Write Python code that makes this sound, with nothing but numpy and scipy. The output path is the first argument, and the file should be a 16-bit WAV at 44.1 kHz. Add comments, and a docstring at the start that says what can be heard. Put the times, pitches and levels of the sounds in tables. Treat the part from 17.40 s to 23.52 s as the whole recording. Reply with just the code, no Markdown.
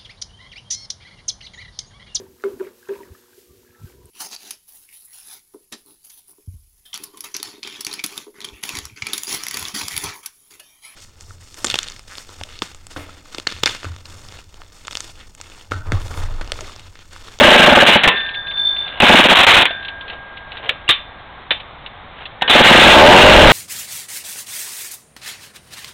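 """In a yard beside a shed wall, an old two-stroke chainsaw on a wooden table is started by its rope, close to a
small overloaded microphone. It coasts to a stop, the rewinding rope makes the starter sing, a second pull fails,
levers snap, and the third pull catches. Exhaust puffs are timed by the crank and ring the muffler; at speed the
engine fires only every second or third turn. Shaken metal is dense noise bursts, struck metal is fading sines,
and the microphone clips it all and dulls it."""
import sys
import numpy as np
from scipy import signal
from scipy.fft import rfft, irfft
from scipy.io import wavfile

SR = 44100
rng = np.random.default_rng(int(sys.argv[2]) if len(sys.argv) > 2 else 0)


def transcribe(u):
    """Save the signal u as a 16-bit wav file named by the first command-line argument.

    u: samples, shape (n,) or (channels, n), limited to [-1, 1]; the rate is SR.
    q: integer samples, one column per channel.
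    """
    v = np.clip(np.atleast_2d(u).T, -1, 1)
    q = np.round(v * 32767).astype(np.int16)
    wavfile.write(sys.argv[1], SR, q)


N = 269892
TIME = np.arange(N) / SR  # seconds

# All dB in the tables are relative levels.
# Outdoor background. Each row: frequency in Hz, level in dB per Hz.
YARD_COLOUR = [(20, -4), (45, -1), (100, -3.5), (200, -10), (400, -13), (750, -4.5), (1150, -6.5),
               (1500, -10.5), (2200, -11.5), (2700, -17.5), (3700, -13), (4300, -17), (5500, -69)]
YARD_DB = -38

# Crank speed while coasting, in the failed pull and in the start. Each row: time in s, turns a second.
COAST = [(-0.021, 31.1), (0.1, 27.1), (0.25, 24.1), (0.4, 18.4), (0.52, 14.2), (0.6, 10.2), (0.7, 1.4)]
FAILED_PULL = [(1.63, 8.9), (1.72, 24.5), (1.8, 16.4), (1.88, 16.2), (1.92, 13), (1.98, 2.7), (2.21, 2.1)]
START = [(5.153, 20.4), (5.22, 17.5), (5.33, 23.7), (5.42, 35.4), (5.52, 54.9), (5.62, 75.8), (5.72, 91.5),
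         (5.8, 96.3), (5.9, 104.7), (6.0, 109.2), (6.13, 105.0)]
# Misfiring. Each row: from this time in s, turns per exhaust puff.
MISFIRE = [(-1, 1), (5.76, 2), (5.9, 2.5), (6.015, 3)]

# A hand shifts its grip. Each row: time in s, half length in s, rattle in dB, rub in dB.
GRIPS = [(1.519, 0.12, -32, -49), (2.474, 0.04, -46, -63), (2.717, 0.05, -36, -40.5),
         (3.166, 0.062, -38.5, -66), (3.286, 0.059, -35, -38), (4.807, 0.045, -36.5, -69)]
# Light ticks of pawls and rope handle. Each row: time in s, level in dB.
TICKS = [(0.8034, -16), (0.8624, -20.5), (0.8899, -16.5), (0.9089, -23), (0.9437, -16), (1.07, -22),
         (1.11, -20), (1.171, -23.5), (1.363, -17.5), (1.477, -17.5), (2.4279, -24), (2.449, -18),
         (2.4823, -16), (2.609, -22), (2.679, -20), (2.699, -19), (2.7312, -26), (2.9702, -22.5),
         (3.1182, -20.5), (3.17, -17), (4.2004, -21.5), (4.4613, -20.5), (4.8546, -17.5)]
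# Ringing tones (modes) of the metal case. Each row: frequency in Hz, level in dB, time to fade by 60 dB in s.
CASE_MODES = [(1125, -22, 0.52), (1670, -28, 0.22), (1970, -12.5, 0.18), (2330, -52, 0.42),
              (2660, -22, 0.31), (2780, -26.5, 0.11), (3130, -2.5, 0.19), (3060, -41, 0.52),
              (3370, 0, 0.073), (3556, -7, 0.44), (3560, 7, 0.15), (3862, 12.5, 0.058)]
# Hard knocks of starter and levers. Each row: time in s, level in dB, 60 dB fade time of the contact in s,
# case ring in dB, thud in dB, note of the struck part in Hz, level of that note in dB.
KNOCKS = [(0.469, 8, 0.154, -26.5, -10.5, 2832, -0.5), (0.531, -1, 0.24, -21, -28, 2950, -4.5),
          (.635, 6, 0.071, -29, -12, 2360, -11.5), (0.676, 17, 0.037, -32, -5.5, 2643, -2),
          (0.771, -15.5, .05, -20, -28, 3830, -2), (1.602, 1, 0.064, -23, -8.5, 2820, 3),
          (1.621, -8, 0.039, -16.5, 5.5, 2550, 12.5), (2.226, -1.5, 0.046, -19, -6, 3680, -5),
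          (2.254, -2.5, 0.065, -34, -13.5, 2460, -5), (2.307, -16.5, 0.05, -42, -22, 675, 2.5),
          (3.292, -4, 0.05, -24.5, -28, 3200, -1), (3.479, -22.5, 0.13, -18, -35, 2806, 10),
          (3.49, 3, 0.1, -12.5, -18, 1183, -6.5), (3.504, -5.5, 0.11, -42, -40.5, 3710, 9),
          (4.107, -5.5, 0.065, -14, -56, 2310, -85), (4.113, -10, 0.069, -45.5, -9.5, 3127, -4.5),
          (5.012, -20.5, 0.05, -22, -15, 1830, 1), (5.021, -0.5, 0.036, -57, -13, 790, -1),
          (5.023, -35.5, 0.54, -37, 8.5, 1830, 14.5), (5.078, -9, 0.11, -35, -9, 2940, -0.5),
          (5.097, 4, 0.061, -7, 0, 716, 0.5)]

# Slips that set the starter singing. Each row: time in s, upper group in dB, lower group in dB.
SLIPS = [(0.781, -21, -24), (0.97, -27, -24), (1.099, -26.5, -36), (1.158, -25.5, -28),
         (1.201, -17.5, -32.5), (1.273, -14.5, -37), (1.395, -21, -46), (2.269, -26.5, -52)]
# Their close tones, upper and lower group. 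Each row: frequency in Hz, level in dB.
SQUEAL_HIGH = [(3554, 1), (3500, -4.5), (4440, -8.5)]
SQUEAL_LOW = [(1625, -8.5), (1550, -16)]
# 60 dB fade times in s: upper group, lower group.
SLIP_FADE_S = [0.49, 1.5]
SLIP_RISE_S = 0.037

# Ringing tones of the clutch drum. Each row: frequency in Hz, level in dB, 60 dB fade time in s.
DRUM_MODES = [(1553, -9.5, 1.1), (1615, -11, 5.3), (1790, -5, 0.95), (3560, -4, 0.6), (3410, 0.5, 0.3)]
# Blows on the drum. Each row: time in s, level in dB, frequency in Hz favoured by the point of contact.
DRUM_BLOWS = [(0.639, -7.5, 1820), (2.254, -17, 1560), (5.02, -17.5, 1590)]

# The rope runs through the starter, out or back. Each row: start in s, length in s, level in dB.
ROPE_RUNS = [(1.629, 0.25, 0), (1.896, 0.34, 0.5), (5.084, 0.8, 3.5)]
ROPE_PEAK_SHARE = 0.64  # part of a run spent gathering speed

# Tone colour of metal striking metal. Each row: frequency in Hz, level in dB.
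CLATTER_COLOUR = [(30, -41), (110, -10.5), (220, -3), (420, -1), (750, 4), (1200, 0.5), (1600, -0.5),
                  (2200, 1.5), (2900, 0.5), (3600, 1), (4300, 0), (6000, -34.5)]
# Resonances kept ringing by the rattling chain. Each row: frequency in Hz, width in Hz, level in dB.
RATTLE_RINGS = [(1607, 170, -11.5), (2843, 280, -12.5)]
# Shaking by the crank: dB at full strength, knee in turns a second, steepness.
SHAKE_DB, SHAKE_KNEE, SHAKE_POWER = 14, 24.2, 2.545
# Loose parts settle after the crank stops.
SETTLE_DB, SETTLE_FADE_S = -25, 0.56

# Even note of the engine as it catches. Each row: time in s, level in dB.
DRONE_LEVEL = [(5.35, -39), (5.5, -9), (5.62, 3), (5.76, 5.5), (5.84, -2), (6.12, -7)]
# The muffler's pass band for that note. Each row: frequency in Hz, level in dB.
DRONE_COLOUR = [(150, -27), (340, 0), (450, -7), (590, 0), (740, -8.5), (850, 0.5), (1100, -12),
                (1500, -39)]
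# Exhaust gusts at the microphone. Each row: time in s, level in dB.
GUSTS = [(5.1, -60), (5.25, -37), (5.45, -28), (5.62, -3.5), (5.8, -2), (5.95, 0), (6.12, -3)]

# Muffler resonances. Each row: frequency in Hz before a small chance detuning, time to peak in s, level in dB.
MUFFLER = [(227.4, 0.0032, -6), (364, 0.0018, -5.5), (533.6, 0.0021, -6), (675, 0.0017, -5.5),
           (867.4, 0.0029, -6), (1553, 0.002, -10.5)]
# The outlet's own ring: frequency in Hz before that detuning, time to peak in s.
OUTLET = (597, 0.0032)
# Outlet ring in dB at 20 turns a second: coast, failed pull, start.
OUTLET_DB = [-2.5, -7, -10.5]
OUTLET_DB_PER_OCTAVE = 5  # faster gas rings the outlet more
# Muffler part of a puff: dB at full strength, turns a second at half strength.
PUFF_DB, PUFF_KNEE = 12, 15.6
# Low blast at 20 turns a second, before and after the charge begins to burn.
IGNITION_S, COLD_BLAST_DB, HOT_BLAST_DB = 5.36, -13.5, 1.5
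BLAST_DB_PER_OCTAVE = -1.5  # a slow piston pushes out more at once

TOP_HZ = 15900


def undb(db):
    """Turn decibels into a gain."""
    return 10 ** (np.asarray(db) / 20)


def curve(table, t=TIME):
    """Join the points of each column by straight lines, read at t."""
    x, *columns = np.transpose(table)
    return [np.interp(t, x, column) for column in columns]


def unit(x):
    """Scale to an average (rms) level of 1."""
    return x / np.sqrt(np.mean(x ** 2))


def colour(x, points):
    """Shape the spectrum by (Hz, dB) points, to rms 1."""
    hz, db = np.transpose(points)
    f = np.maximum(np.arange(len(x) // 2 + 1) * SR / len(x), 1)
    gain = undb(np.interp(np.log(f), np.log(hz), db))
    return unit(irfft(rfft(x) * gain, len(x)))


def high_pass(x, order, cut_hz):
    """Weaken everything below the cut."""
    return signal.sosfilt(signal.butter(order, cut_hz, "high", fs=SR, output="sos"), x)


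def band_noise(lo_hz, hi_hz):
    """Noise between two edges, at rms 1."""
    band = signal.butter(2, [lo_hz, hi_hz], "band", fs=SR, output="sos")
    return unit(signal.sosfilt(band, rng.standard_normal(N)))


def snippet(noise, length):
    """Take a piece of noise from a random place."""
    return np.roll(noise, rng.integers(N))[:length]


def walk(rate):
    """Wander by chance, with a spread near 1 and a new target `rate` times a second."""
    points = rng.standard_normal(400)
    return 1.2 * np.interp(TIME * rate, np.arange(len(points)), points)


def fade(t, t60):
    """Die away by 60 dB in t60 seconds."""
    return np.exp(-np.log(1000) * t / t60)


def hump(s, half_s):
    """Swell smoothly around time s."""
    return np.exp(-((TIME - s) / half_s) ** 2)


def swell(t, peak_s):
    """Rise to 1 at peak_s, then die away."""
    return t / peak_s * np.exp(1 - t / peak_s)


def ring(modes, t):
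    """A struck object sounds as several sines, each fading at its own pace."""
    return sum(undb(db) * fade(t, t60) * np.sin(2 * np.pi * (hz * t + rng.random())) for hz, db, t60 in modes)


def add(out, s, sound):
    """Mix a sound in at time s."""
    i = int(s * SR)
    if 0 <= i < N:
        out[i:i + len(sound)] += sound[:N - i]


def effort(speed, knee):
    """Share of full strength at a crank speed: rises from 0 and levels off at 1."""
    return speed / (speed + knee)


def yard():
    """Steady outdoor background: noise with a fixed tone colour."""
    return colour(rng.standard_normal(N), YARD_COLOUR) * undb(YARD_DB)


def walls(x, wet_db=-19, t60=0.35):
    """The table and the shed wall throw back a short echo, here a fading noise tail."""
    t = TIME[:SR // 3]
    echo = band_noise(131, 3000)[:len(t)] * fade(t, t60) * (t > .004)
    return x + undb(wet_db) * np.std(x) * unit(signal.fftconvolve(x, echo)[:N])


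def rub(grip_db=3):
    """Hand and sleeve rub on the case at each change of grip: unsteady low noise."""
    level = sum(undb(db) * hump(s, half_s) for s, half_s, _, db in GRIPS)
    return band_noise(430, 680) * level * undb(grip_db * walk(39))


def ticks(gain_db=-1, t60=0.062, rise_s=0.0006, ring_db=-25):
    """Pawls and the rope handle scrape and tick lightly, ringing the case faintly."""
    out, t, scrape = np.zeros(N), TIME[:SR // 4], band_noise(2300, 6400)
    for s, db in TICKS:
        touch = snippet(scrape, len(t)) * fade(t, t60)
        touch = touch + undb(ring_db) * ring(CASE_MODES, t)
        add(out, s, undb(db + gain_db) * touch * (1 - np.exp(-t / rise_s)))
    return out


def squeal(waver_hz=1.24):
    """Each slip of the rewinding starter pumps up close tones, which beat as they ring down."""
    times, *levels = np.transpose(SLIPS)
    out = np.zeros(N)
    for tones, slip_db, t60 in zip((SQUEAL_HIGH, SQUEAL_LOW), levels, SLIP_FADE_S):
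        swells = []
        for s, db in zip(times, slip_db):
            shape = np.where(TIME < s, hump(s, SLIP_RISE_S), fade(np.abs(TIME - s), t60))
            swells.append(undb(db) * shape)
        level = np.max(swells, axis=0)  # the strongest slip at each moment
        for hz, db in tones:
            turns = np.cumsum(hz + waver_hz * walk(5.23)) / SR
            out += np.sqrt(2) * level * undb(db) * np.sin(2 * np.pi * turns)
    return out


def drum(reach_hz=170, rest_db=-11):
    """The struck clutch drum rings on; tones far from the one favoured by the contact are weaker."""
    out = np.zeros(N)
    for s, blow_db, favoured_hz in DRUM_BLOWS:
        modes = []
        for hz, db, t60 in DRUM_MODES:
            away = 1 - np.exp(-((hz - favoured_hz) / reach_hz) ** 2)
            modes.append((hz, db + rest_db * away, t60))
        add(out, s, undb(blow_db) * ring(modes, TIME[:2 * SR]))
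    return out


def knocks(contact_s=0.00038, note_stretch=0.6, modes_db=-2, jingle_db=0, jingle_t60=0.22):
    """Heavy blows: a crack, a thud of the table, the struck part's note and the case with its jingling chain."""
    out, t = np.zeros(N), TIME[:SR // 2]
    crack, thud, jingle = band_noise(1700, 5530), band_noise(300, 1400), band_noise(2200, 4200)
    for s, db, t60, ring_db, thud_db, hz, note_db in KNOCKS:
        contact = snippet(crack + undb(thud_db) * thud, len(t)) * fade(t, t60)
        chain = undb(jingle_db) * snippet(jingle, len(t)) * fade(t, jingle_t60)
        case = undb(ring_db) * (undb(modes_db) * ring(CASE_MODES, t) + chain)
        note = ring([(hz, note_db, note_stretch * t60)], t)  # dies sooner than the contact
        add(out, s, undb(db) * (contact + case + note) * (1 - np.exp(-t / contact_s)))
    return out


def impacts(rate, grain_db, t60):
    """Dense metal impacts, `rate` a second at random, each a brief burst of noise; rms 1."""
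    sizes = (rng.random(N) < rate / SR) * undb(grain_db * np.minimum(rng.exponential(size=N), 4))
    energy = signal.fftconvolve(sizes ** 2, fade(TIME[:SR // 20], t60) ** 2)[:N]
    return colour(np.sqrt(np.abs(energy)) * rng.standard_normal(N), CLATTER_COLOUR)


def rope(power=0.62, cut_hz=950, jerk_db=4):
    """Rope and ratchet rasp, coarser and thinner than the chain, swelling in jerks with the rope's speed."""
    level = np.zeros(N)
    for s, length, db in ROPE_RUNS:
        speed = np.interp(TIME, [s, s + ROPE_PEAK_SHARE * length, s + length], [0, 1, 0])
        level += undb(db) * speed ** power
    rasp = high_pass(impacts(rate=350, grain_db=2, t60=0.03), 1, cut_hz)
    return unit(rasp) * level * undb(jerk_db * walk(35))


def shaking(angle, swing_db=8, swing_knee=30, lead=0.035):
    """How hard the metal is shaken: by the crank, by settling parts and by the hand."""
    speed = sum(np.interp(TIME, *np.transpose(run), left=0, right=0) for run in (COAST, FAILED_PULL, START))
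    # a slow crank moves in jerks over compression; lead is in turns
    jerk_db = swing_db * (1 - effort(speed, swing_knee)) * np.cos(2 * np.pi * (angle + lead))
    engine = undb(SHAKE_DB + jerk_db) * effort(speed, SHAKE_KNEE) ** SHAKE_POWER
    settling = np.zeros(N)
    for run in (COAST, FAILED_PULL):
        add(settling, run[-1][0], undb(SETTLE_DB) * fade(TIME[:SR], SETTLE_FADE_S))
    hand = sum(undb(db) * hump(s, half_s) for s, half_s, db, _ in GRIPS)
    return np.sqrt(engine ** 2 + settling ** 2 + hand ** 2)


def clatter(angle, rattle_db=3.0):
    """Chain and case rattle as hard as they are shaken, and ring in a few damped resonances."""
    metal = impacts(rate=1100, grain_db=3.0, t60=0.0092)
    rings = np.zeros(N)
    for hz, width, db in RATTLE_RINGS:
        b, a = signal.iirpeak(hz, hz / width, fs=SR)
        rings += undb(db) * unit(signal.lfilter(b, a, metal))
    return unit(metal + rings) * shaking(angle) * undb(rattle_db * walk(60))


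def buffet(flutter_db=3):
    """Exhaust gusts strike the microphone once the engine burns: fluttering, very low noise."""
    return band_noise(14, 68.3) * undb(curve(GUSTS)[0] + flutter_db * walk(13))


def drone(angle, count=18):
    """Regular port openings give multiples of the crank speed, which climb through the muffler's pass band."""
    speed = np.maximum(np.gradient(angle) * SR, 0)
    orders = np.zeros(N)
    for k in range(3, count):
        passed = undb(curve(DRONE_COLOUR, k * speed)[0])
        orders += passed * np.sin(2 * np.pi * (k * angle + rng.random()))
    return orders * undb(curve(DRONE_LEVEL)[0]) * (TIME > DRONE_LEVEL[0][0])


def crank(run):
    """Add up crank speed into turns; give the puffs as (s, turns a second) and the angle in turns."""
    t = np.arange(run[0][0], run[-1][0], 1 / SR)
    turns = np.cumsum(curve(run, t)[0]) / SR
    puffs, k = [], 0
    while np.ceil(k) < turns[-1]:  # puffs fall on whole turns
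        s = np.interp(np.ceil(k), turns, t)
        puffs.append((s, curve(run, s)[0]))
        k += [step for since, step in MISFIRE if since <= s][-1]
    return puffs, np.interp(TIME, t, turns)


def exhaust(puffs, scatter_db=-2.9, detune=0.022, gas_db=-16, gas_s=0.0044,
            blast_hz=70, blast_s=0.0018, lead_s=0.00424, cut_hz=175):
    """Each puff gives a low blast; just after it the muffler's resonances swell with a rush of gas."""
    muffler, blasts = np.zeros((2, N))
    t, gas = TIME[:SR // 12], band_noise(200, 630)
    for s, speed, outlet_db in puffs:
        size = undb(PUFF_DB) * effort(speed, PUFF_KNEE)
        octaves = np.log2(speed / 20)
        blast_db = HOT_BLAST_DB if s > IGNITION_S else COLD_BLAST_DB
        blast_db += BLAST_DB_PER_OCTAVE * octaves
        modes = list(MUFFLER) + [(*OUTLET, outlet_db + OUTLET_DB_PER_OCTAVE * octaves)]
        chance = rng.standard_normal(len(modes) + 2)  # no two puffs are alike
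        pipe = np.zeros(len(t))
        for (hz, peak_s, db), c in zip(modes, chance):
            pipe += undb(db) * swell(t, peak_s) * np.sin(2 * np.pi * hz * (1 + detune * c) * t)
        rush = undb(gas_db) * swell(t, gas_s) * snippet(gas, len(t))
        add(muffler, s, size * undb(scatter_db * chance[-1]) * (pipe + rush))
        blast = swell(t, blast_s) * np.cos(2 * np.pi * blast_hz * t)
        add(blasts, s - lead_s, undb(blast_db + 2 * chance[-2]) * blast)
    # the small muffler radiates little below its lowest resonance
    return high_pass(muffler, 2, cut_hz) + blasts


def scene():
    """The saw with its echo, its other noises and the yard."""
    runs = [crank(run) for run in (COAST, FAILED_PULL, START)]
    puffs = []
    for (run_puffs, _), outlet_db in zip(runs, OUTLET_DB):
        puffs += [(s, speed, outlet_db) for s, speed in run_puffs]
    # each run starts from compression
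    coast_angle, pull_angle, start_angle = [angle for _, angle in runs]
    angle = np.select([TIME < FAILED_PULL[0][0], TIME < START[0][0]], [coast_angle, pull_angle], start_angle)
    saw = rub() + ticks() + knocks() + rope() + clatter(angle) + exhaust(puffs)
    return (yard() + walls(saw) + squeal() + drum() + buffet() + drone(angle))[None]


def record(dry, input_limit=0.77, output_limit=0.71, band_hz=3900):
    """The microphone stage clips hard, a narrow voice band follows, and its overshoots are clipped again."""
    clipped = np.clip(dry, -input_limit, input_limit)
    narrow = signal.sosfiltfilt(signal.butter(10, band_hz, fs=SR, output="sos"), clipped)
    flat = np.clip(narrow, -output_limit, output_limit)
    return signal.sosfiltfilt(signal.ellip(8, .1, 60, TOP_HZ, fs=SR, output="sos"), flat)


dry = scene()
out = record(dry)
transcribe(out)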